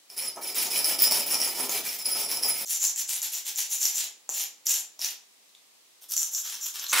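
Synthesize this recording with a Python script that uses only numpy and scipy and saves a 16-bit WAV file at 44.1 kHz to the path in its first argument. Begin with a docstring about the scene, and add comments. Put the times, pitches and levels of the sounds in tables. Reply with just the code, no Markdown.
"""A hand wire brush scrubs a small steel can that stands on a wooden bench, then its loose cap held in a glove.
Wires snap free at random moments in thousands; the snaps sound directly and ring banks of steel resonances.
Single wires that catch hard add pinged blips and knocks. At the very end a drill's wire wheel bites into metal:
dense snaps pulsing once a turn. A small workshop answers with decaying noise tails; the microphones hiss faintly."""
import sys
import numpy as np
from scipy import signal
from scipy.fft import rfft, irfft, next_fast_len
from scipy.io import wavfile
from scipy.ndimage import uniform_filter1d, map_coordinates

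SR = 44100
rng = np.random.default_rng(int(sys.argv[2]) if len(sys.argv) > 2 else 0)


def store_pcm(level_fs):
    """Save levels as 16-bit WAV."""
    pcm = np.round(np.clip(level_fs, -1, 1) * 32767).astype(np.int16)
    wavfile.write(sys.argv[1], SR, np.atleast_2d(pcm).T)


N = 308690


def can():
    """Snaps sound directly, ring the can's wall and drum through its foot on the bench."""
    # Brush strokes. Each row: start in seconds, length in seconds, relative scratch level in dB,
    # moment of full speed (0-1 of the stroke), wall ring share in dB, bench share in dB.
    can_strokes = [(.095, 0.14, -54.5, 0, 2.5, -8), (.165, 0.14, -40, 0.3, 7.5, -10.5),
                   (.355, .055, -52, 0.44, 1, 9), (.41, .125, -42, 0.5, 10, -4),
                   (.544, 0.15, -33, 0.29, 5, -10.5), (.7, .14, -34, 0.47, 9.5, -8),
                   (.841, 0.13, -32, 0.12, 8, -8), (.985, 0.11, -32.5, 0.47, 10.5, -8.5),
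                   (1.105, 0.14, -32, 0.15, 7.5, -7.5), (1.26, 0.12, -34, 0.82, 7.5, -5.5),
                   (1.385, .15, -34, 0.15, 5, -10), (1.545, 0.13, -35.5, 0.67, 4, -7),
                   (1.688, 0.13, -33.5, 0.35, 1, -8.5), (1.835, 0.14, -38, 0.24, 1.5, -12),
                   (1.98, 0.055, -44.5, 0.3, 10.5, -13), (2.045, 0.12, -40, 0.29, 16, -7.5),
                   (2.14, .13, -37.5, 0.43, 8.5, -6.5), (2.28, 0.14, -39, 0.28, 10, -6),
                   (2.42, .11, -36.5, 0.57, 11, -6), (2.53, 0.13, -38.5, 0.63, 8, -10.5)]
    # Scratch spectrum. Each row: frequency in Hz, relative density in dB.
    scratch_spectrum = [(800, -23), (2000, -3), (4000, -2.5), (6500, -1), (9000, -3.5), (11500, 0.5),
                        (12500, -3), (14300, 4.5), (15700, -5.5)]
    # Wall modes in families. Each row: frequency in Hz, nominal width in Hz, relative level in dB.
    wall_modes = [
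        [(2300, 90, -10), (2420, 250, -14), (2989, 30, -8), (3200, 250, -18), (4230, 300, -17)],
        [(5037, 45, 4), (5110, 180, -6), (10638, 60, 3), (10580, 350, -7), (10810, 60, -4)],
        [(5390, 300, -9), (5487, 45, -3), (5566, 55, -2), (7240, 300, -13), (7930, 60, -12)],
        [(9768, 60, -7), (9998, 90, -6), (10250, 600, -11), (11400, 120, -14)],
        [(12976, 80, -11), (13276, 70, -8), (13829, 80, -10), (14900, 420, -4), (14955, 80, -4),
         (15200, 200, -9)],
    ]
    # Each row, one per family: gain in dB, how far it follows the grip that frees or damps the steel (0-1).
    wall_grip = [(17.5, 0.55), (15, 1), (17, 0.96), (20, 0.74), (13, 0.81)]
    # Board modes. Each row: frequency in Hz, nominal width in Hz, relative level in dB.
    bench_modes = [(131, 79, -18.5), (244, 106, -7), (386, 146, -4.5), (656, 530, -4.5), (898, 146, -3.5),
                   (1297, 130, -6)]

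    force, (ring, drum) = strokes(can_strokes, turn_db=(-7.5, -11.5), drift_db=(-3, 3.5), bend=0.73)
    blips, blows, knocks = snags(0, 2.66)

    snaps = wires(3000, spread_db=2.5, clump_db=1.5, rub=0.37)
    scratch = filtered(amp(6) * force * snaps, colour(scratch_spectrum))
    scratch = patchy(scratch, depth_db=1.5)

    wall = ringing(force, ring, amp(9.5) * blows, wall_modes, wall_grip, clump_db=4.0)

    thuds = drum * force * wires(600, spread_db=1.5, clump_db=2.5, rub=0.73)
    board = filtered(amp(20.5) * thuds + amp(32.0) * knocks, body(bench_modes))
    return scratch + amp(2) * blips + wall + board


def cap():
    """The cap rings short and high; the glove keeps the bass off the bench. Late on the brush works its edge."""
    # Brush strokes. Each row: start in seconds, length in seconds, relative scratch level in dB,
    # moment of full speed (0-1 of the stroke), ring share in dB, wire-shank scrape share in dB.
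    cap_strokes = [(2.654, 0.13, -36.5, 0.79, 15, -1.5), (2.795, 0.13, -35.5, .35, 17, 1),
                   (2.955, 0.1, -38, 0.4, 13, 1.5), (3.075, 0.14, -37, 0.16, 10.5, 3),
                   (3.215, 0.097, -38.5, 0.27, 9.5, 4), (3.318, 0.11, -37, 0.27, 8.5, 2.5),
                   (3.445, 0.11, -40, 0.23, 8.5, 4.5), (3.552, 0.12, -37, 0.38, 14, 2),
                   (3.69, 0.11, -37, 0.36, 14.5, 0.5), (3.795, 0.15, -34.5, 0.21, 14, 1.5),
                   (3.94, 0.15, -36.5, 0.09, 12, 3), (4.296, .19, -38.5, 0.47, 13.5, 2.5),
                   (4.655, 0.17, -34.5, 0.28, 14, 0), (4.99, 0.15, -40, 0.37, 5, 5.5),
                   (6.01, 0.064, -56, 0.2, -6, -1.5), (6.085, .07, -37, .75, -1, -7.5),
                   (6.157, 0.14, -37.5, 0.07, 14.5, -5), (6.31, 0.13, -41, 0.38, 18, -3.5),
                   (6.435, 0.19, -43, 0.08, 9.5, 4), (6.6, .12, -41, 0.34, 15, -0.5),
                   (6.73, 0.22, -44, 0.1, 6, 6), (6.875, 0.066, -39, 0.86, 17, 1.5)]
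    # Scratch spectrum. Each row: frequency in Hz, relative density in dB.
    scratch_spectrum = [(3000, -40.5), (5500, -1), (8500, 0), (11000, 1.5), (13200, 4), (14400, -2),
                        (16000, 1)]
    # Glove-damped modes in families. Each row: frequency in Hz, nominal width in Hz, relative level in dB.
    rim_modes = [
        [(5700, 300, -6), (5900, 60, 0), (6040, 55, -3), (6148, 80, -4), (6400, 400, -6)],
        [(6690, 160, -4), (6880, 200, -4), (7088, 90, 0), (7300, 200, -3), (7470, 200, -4)],
        [(12100, 800, -14), (12600, 400, -12), (13000, 260, -11)],
    ]
    # Each row, one per family: gain in dB, how far it follows the grip that frees or damps the steel (0-1).
    rim_grip = [(11, 0.87), (11, 0.93), (11, 0.83)]
    # Shank scrape spectra, on the face and on the edge. Each row: frequency in Hz, relative density in dB.
    shank_spectra = [(59, -72), (100, -41), (423, -23.5), (601, -26.5), (786, -14.5), (1140, -21),
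                     (2860, -6.5), (4890, -6), (5500, -5.5), (7150, -11.5), (12100, -120)], [(59, -65),
                     (100, -41), (389, -25.5), (591, -27), (800, -18.5), (1730, -11.5), (1940, -18),
                     (3380, -5.5), (4890, -10), (5500, -6.5), (7150, -11), (12100, -120)]
    turn_to_edge_s = 5.6

    force, (ring, scrape) = strokes(cap_strokes, turn_db=(-17, -21), drift_db=(-4, 5.5), bend=0.66)
    blips, blows, knocks = snags(2.66, 7)

    snaps = force * wires(3000, spread_db=5, clump_db=2.0, rub=0.63)
    scratch = filtered(amp(8) * snaps, colour(scratch_spectrum))
    scratch = patchy(scratch, depth_db=4.0)

    rim = ringing(force, ring, amp(13) * blows, rim_modes, rim_grip, clump_db=1.5)

    on_edge = np.arange(N) / SR > turn_to_edge_s
    face = filtered(scrape * snaps * ~on_edge, colour(shank_spectra[0]))
    edge = filtered(amp(2.0) * scrape * snaps * on_edge, colour(shank_spectra[1]))

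    knock = filtered(amp(28.0) * knocks, body([(740, 720, 0)]))
    return scratch + amp(5.0) * blips + rim + face + edge + knock


def strokes(rows, turn_db, drift_db, bend):
    """Brush force and two shares; each stroke swells to full speed and sinks again to where the hand turns.

    turn_db: scratch under full speed at the start and at the end of a stroke.
    drift_db: change of each share over a stroke; the ring leads, the low scrape or drum follows.
    """
    t_s, force, shares = np.arange(N) / SR, np.zeros(N), np.zeros((2, N))
    for start_s, length_s, db, crest, *shares_db in rows:
        inside = slice(round(start_s * SR), round((start_s + length_s) * SR))
        progress = (t_s[inside] - start_s) / length_s
        crest = np.clip(crest, .05, .95)
        rise, fall = progress / crest, (1 - progress) / (1 - crest)
        speed = np.sin(np.pi / 2 * np.clip(np.minimum(rise, fall), 0, 1)) ** bend
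        force[inside] = amp(db + np.where(progress < crest, *turn_db) * (1 - speed))
        shares[:, inside] = amp(np.array(shares_db)[:, None] + np.outer(drift_db, progress - .5))
    return force, shares


def snags(start_s, end_s):
    """The hard catches in a span: a pinged blip with treble spit, the blow on the steel, the knock under it."""
    # Each row: time in seconds, relative level in dB, pitch in Hz, knock over that level in dB.
    catches = [(0.101, -31.5, 5300, -16), (0.179, -22.5, 5300, -15), (.3615, -34, 6240, -12),
               (.5461, -26, 7400, -23), (0.5841, -16, 5460, -27), (.668, -22, 6500, -9),
               (.7903, -16, 5350, -14), (.8444, -14.5, 5400, -32), (.991, -14, 5140, -22),
               (1.0783, -12.5, 5250, -9.5), (1.111, -10.5, 5330, -20), (1.122, -8.5, 5140, -17),
               (1.344, -11, 5400, -19), (1.353, -16, 5160, -11), (1.402, -16.5, 5350, -12),
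               (1.4158, -12, 5470, -20), (1.4768, -23, 7500, -9), (1.6945, -18, 6600, -7.5),
               (2.056, -27, 5000, -19), (2.315, -16.5, 5400, -25), (2.3718, -18.5, 5340, -14),
               (2.4344, -15, 5240, -19), (2.8404, -18, 7300, -17), (2.851, -14.5, 6350, -43),
               (2.8704, -21, 7200, -34), (2.9607, -22.5, 7330, -36), (3.078, -31, 7200, -28),
               (3.2182, -21, 7000, -37), (3.5593, -24, 7100, -26), (3.8156, -18.5, 7100, -33),
               (3.8299, -17, 5800, -48), (3.8545, -10.5, 5820, -29), (4.0416, -25, 6950, -15),
               (4.2916, -19, 7070, -8), (4.298, -22, 6700, -20), (4.668, -13.5, 5870, -29),
               (4.6938, -16, 7000, -23), (4.9927, -30.5, 5700, -8.5), (5.0157, -20.5, 5470, -33),
               (5.046, -15.5, 5940, -52), (5.0607, -24, 6800, -46), (5.4928, -53, 4000, -28),
               (5.5503, -44, 3600, -17), (6.0218, -47, 6200, -5), (6.041, -46.5, 3450, -4),
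               (6.1006, -33, 6040, -26), (6.12, -24, 6000, -40), (6.1376, -18.5, 5980, -35),
               (6.1663, -15, 7100, -25), (6.1778, -15.5, 5920, -46), (6.2305, -17, 6100, -24),
               (6.3487, -18, 5620, -38), (6.5525, -28, 5850, -30), (6.666, -28, 6800, -32),
               (6.7955, -25, 5930, -24), (6.866, -26.5, 4100, -29)]
    spit_db, spit_scatter_db = -16, 2.5  # relative to the catch
    length = 160  # samples
    blips, blows, knocks = np.zeros((3, N))
    t_s = np.arange(length) / SR
    shape = np.exp(-t_s / 0.00075) * (1 - np.exp(-t_s / 0.00035)) * 2.68
    noises = rng.standard_normal((len(catches), length + 3))
    for (catch_s, db, hz, knock_db), noise in zip(catches, noises):
        if start_s <= catch_s < end_s:
            at = round(catch_s * SR)
            ping = np.sin(2 * np.pi * hz * t_s)
            grit = 0.29 * np.diff(noise)[:length]
            spit = amp(spit_db + spit_scatter_db * noise[-1]) * np.diff(noise[:-1], 2)
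            blips[at:][:length] += amp(db) * shape * (ping + grit + spit)
            blows[at] = amp(db)
            knocks[at] = amp(db + knock_db)
    return blips, blows, knocks


def wires(per_second, spread_db, clump_db, rub):
    """Wires snapping free at random moments, a few much harder than most, in clumps, over a steady rub."""
    chance, sign, hardness = rng.random((3, N))
    strength = amp(-spread_db * np.log(hardness + .01))
    snaps = (chance < per_second / SR) * np.sign(sign - .5) * strength
    clumps = amp(clump_db * wobble(90) + 0.57 * clump_db * wobble(25))
    return unit(clumps * (unit(snaps) + rub * rng.standard_normal(N)))


def ringing(force, ring, blows, families, grip, clump_db):
    """Each family of modes answers to its own wires, so the ring jumps from pitch to pitch."""
    total = np.zeros(N)
    for modes, (db, share) in zip(families, grip):
        snaps = wires(1200, spread_db=4.5, clump_db=clump_db, rub=0.74)
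        drive = force * ring ** share * snaps + blows
        total += filtered(amp(db) * drive, body(modes))
    return total


def patchy(x, depth_db):
    """Bright and dull patches that come and go as other tufts of wire touch."""
    z = signal.stft(x, nperseg=256)[2]
    field = uniform_filter1d(rng.standard_normal(z.shape), size=7, axis=0)  # over frequency
    field = uniform_filter1d(field, size=12, axis=1)  # over time
    return signal.istft(z * amp(depth_db * unit(field)), nperseg=256)[1][:N]


def wheel():
    """The drill's wire wheel runs slightly out of true, so it bites harder once a turn."""
    # Contact with the metal. Each row: time in seconds, relative level in dB.
    contact = [(6.921, -34), (6.933, -14.5), (6.946, -23), (7.0, -17.5)]
    # Each row: frequency in Hz, relative density in dB.
    wheel_spectrum = [(35, -70), (60, -51), (398, -12.5), (715, -9.5), (924, -4), (1060, 1.5), (1410, 3.5),
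                      (5590, -3.5), (7060, -3.5), (11000, -4), (16000, -11.5)]
    turns_per_s = 89.4
    t_s = np.arange(N) / SR
    contact_s, contact_db = np.transpose(contact)
    pressure_db = np.interp(t_s, contact_s, contact_db, left=-150)
    wobble_db = 2.1 * np.cos(2 * np.pi * turns_per_s * (t_s - 6.964))
    snaps = wires(6000, spread_db=2.0, clump_db=-0.3, rub=0.35)
    return filtered(amp(pressure_db + wobble_db) * snaps, colour(wheel_spectrum))


def amp(db):
    """Amplitude ratio of a level in dB."""
    return 10 ** (np.asarray(db) / 20)


def unit(x):
    """x scaled to an RMS of one."""
    return x / np.sqrt(np.mean(x ** 2) + 1e-20)


def along(points, hz):
    """Interpolates (Hz, value) points on a log frequency axis."""
    f, v = np.transpose(points)
    return np.interp(np.log(hz + 1), np.log(f + 1), v)


def wobble(knots_per_s):
    """A smooth random curve through random knots."""
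    knots = rng.standard_normal(int(N * knots_per_s / SR) + 4)
    return map_coordinates(knots, [np.arange(N) * knots_per_s / SR])


def filtered(x, response):
    """x times a complex response of frequency."""
    m = next_fast_len(N + SR // 2)
    return irfft(rfft(x, m) * response(np.fft.rfftfreq(m, 1 / SR)), m)[..., :N]


def causal(gain):
    """The response with this gain over frequency whose energy comes as early as it can (folded cepstrum)."""
    size = 2 ** 15
    cepstrum = irfft(np.log(gain(np.fft.rfftfreq(size, 1 / SR)) + 1e-6))
    cepstrum[1:size // 2] *= 2
    cepstrum[size // 2 + 1:] = 0
    pulse = irfft(np.exp(rfft(cepstrum)))
    return lambda hz: rfft(pulse, 2 * len(hz) - 2)


def colour(points):
    """A response of unit energy with the given spectrum."""
    return causal(lambda hz: unit(amp(along(points, hz))))


def body(modes):
    """Resonances whose powers add; steep skirts keep the valleys between them dark."""
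    def gain(f):
        power = 0
        for hz, width_hz, db in modes:
            damping = (f * width_hz) ** 2
            peak = damping / ((hz * hz - f * f) ** 2 + damping)
            power = power + amp(2 * db) * peak ** 1.6  # exponent steepens the skirts
        return np.sqrt(power)
    return causal(gain)


def placed(x, pan_db, until_s):
    """Direct sound and the room's answer in stereo, both stopped dead at the given moment."""
    x = filtered(x, lambda hz: (1j * hz / (1j * hz + 90)) ** 2)  # the deep bass falls away below about 90 Hz
    direct = amp(-3.0) * x * amp([[pan_db], [-pan_db]])
    heard = direct + amp(-6.5) * shop(x)
    return heard * np.clip((until_s - np.arange(N) / SR) / 0.0051, 0, 1)


def shop(x):
    """Workshop answer: each frequency dies at its own speed; bass arrives nearly alike on both sides."""
    # Each row: frequency in Hz, time to decay by 60 dB in seconds.
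    decay = [(200, 0.8), (1000, 0.42), (4000, 0.33), (7000, 0.31), (10000, 0.24), (16000, 0.17)]
    # Each row: frequency in Hz, side over mid as a ratio.
    side_ratio = [(100, 0.16), (500, 0.16), (2000, 0.64), (8000, 0.6)]
    wet, step = np.zeros((2, N + SR)), SR // 4
    for start in range(0, N, step):  # the tail is drawn anew for each step
        if np.abs(x[start:start + step]).max() < 1e-5:
            continue
        hz, t_s, z = signal.stft(rng.standard_normal((2, SR // 2)), SR, nperseg=256)
        z = z * amp(-60 * t_s / along(decay, hz)[:, None])
        z[1] *= along(side_ratio, hz)[:, None]
        mid, side = signal.istft(z, SR, nperseg=256)[1]
        tail = np.array([mid + side, mid - side]) / np.linalg.norm(mid)
        part = signal.fftconvolve(x[None, start:start + step], tail, axes=1)
        wet[:, start + 100:][:, :part.shape[1]] += part  # 100 samples of delay
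    return wet[:, :N]


def hiss():
    """Self-noise of the two microphone capsules, independent on each side."""
    # Each row: frequency in Hz, relative density in dB.
    hiss_spectrum = [(25, -24), (100, -15), (200, -5), (300, 0), (1200, -1), (1450, -4), (2000, 0),
                     (4000, 2), (7500, 1), (14000, -6), (16000, -8)]
    level_db = -59
    return amp(level_db) * unit(filtered(rng.standard_normal((2, N)), colour(hiss_spectrum)))


def scene():
    """Can, cap and wheel in their places, over the hiss."""
    # When the sound stops dead, tail and all, in seconds: the can's, then the cap's.
    can_end_s, cap_end_s = [2.652, 6.926]
    brushed = placed(can(), -0.4, can_end_s) + placed(cap(), 0.43, cap_end_s)
    return brushed + placed(wheel(), -0.76, until_s=8) + hiss()  # 8 s lies past the end


def record(dry):
    """Nothing is kept above the band limit of 15750 Hz."""
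    return filtered(dry, lambda hz: hz < 15750)


dry = scene()
out = record(dry)
store_pcm(out)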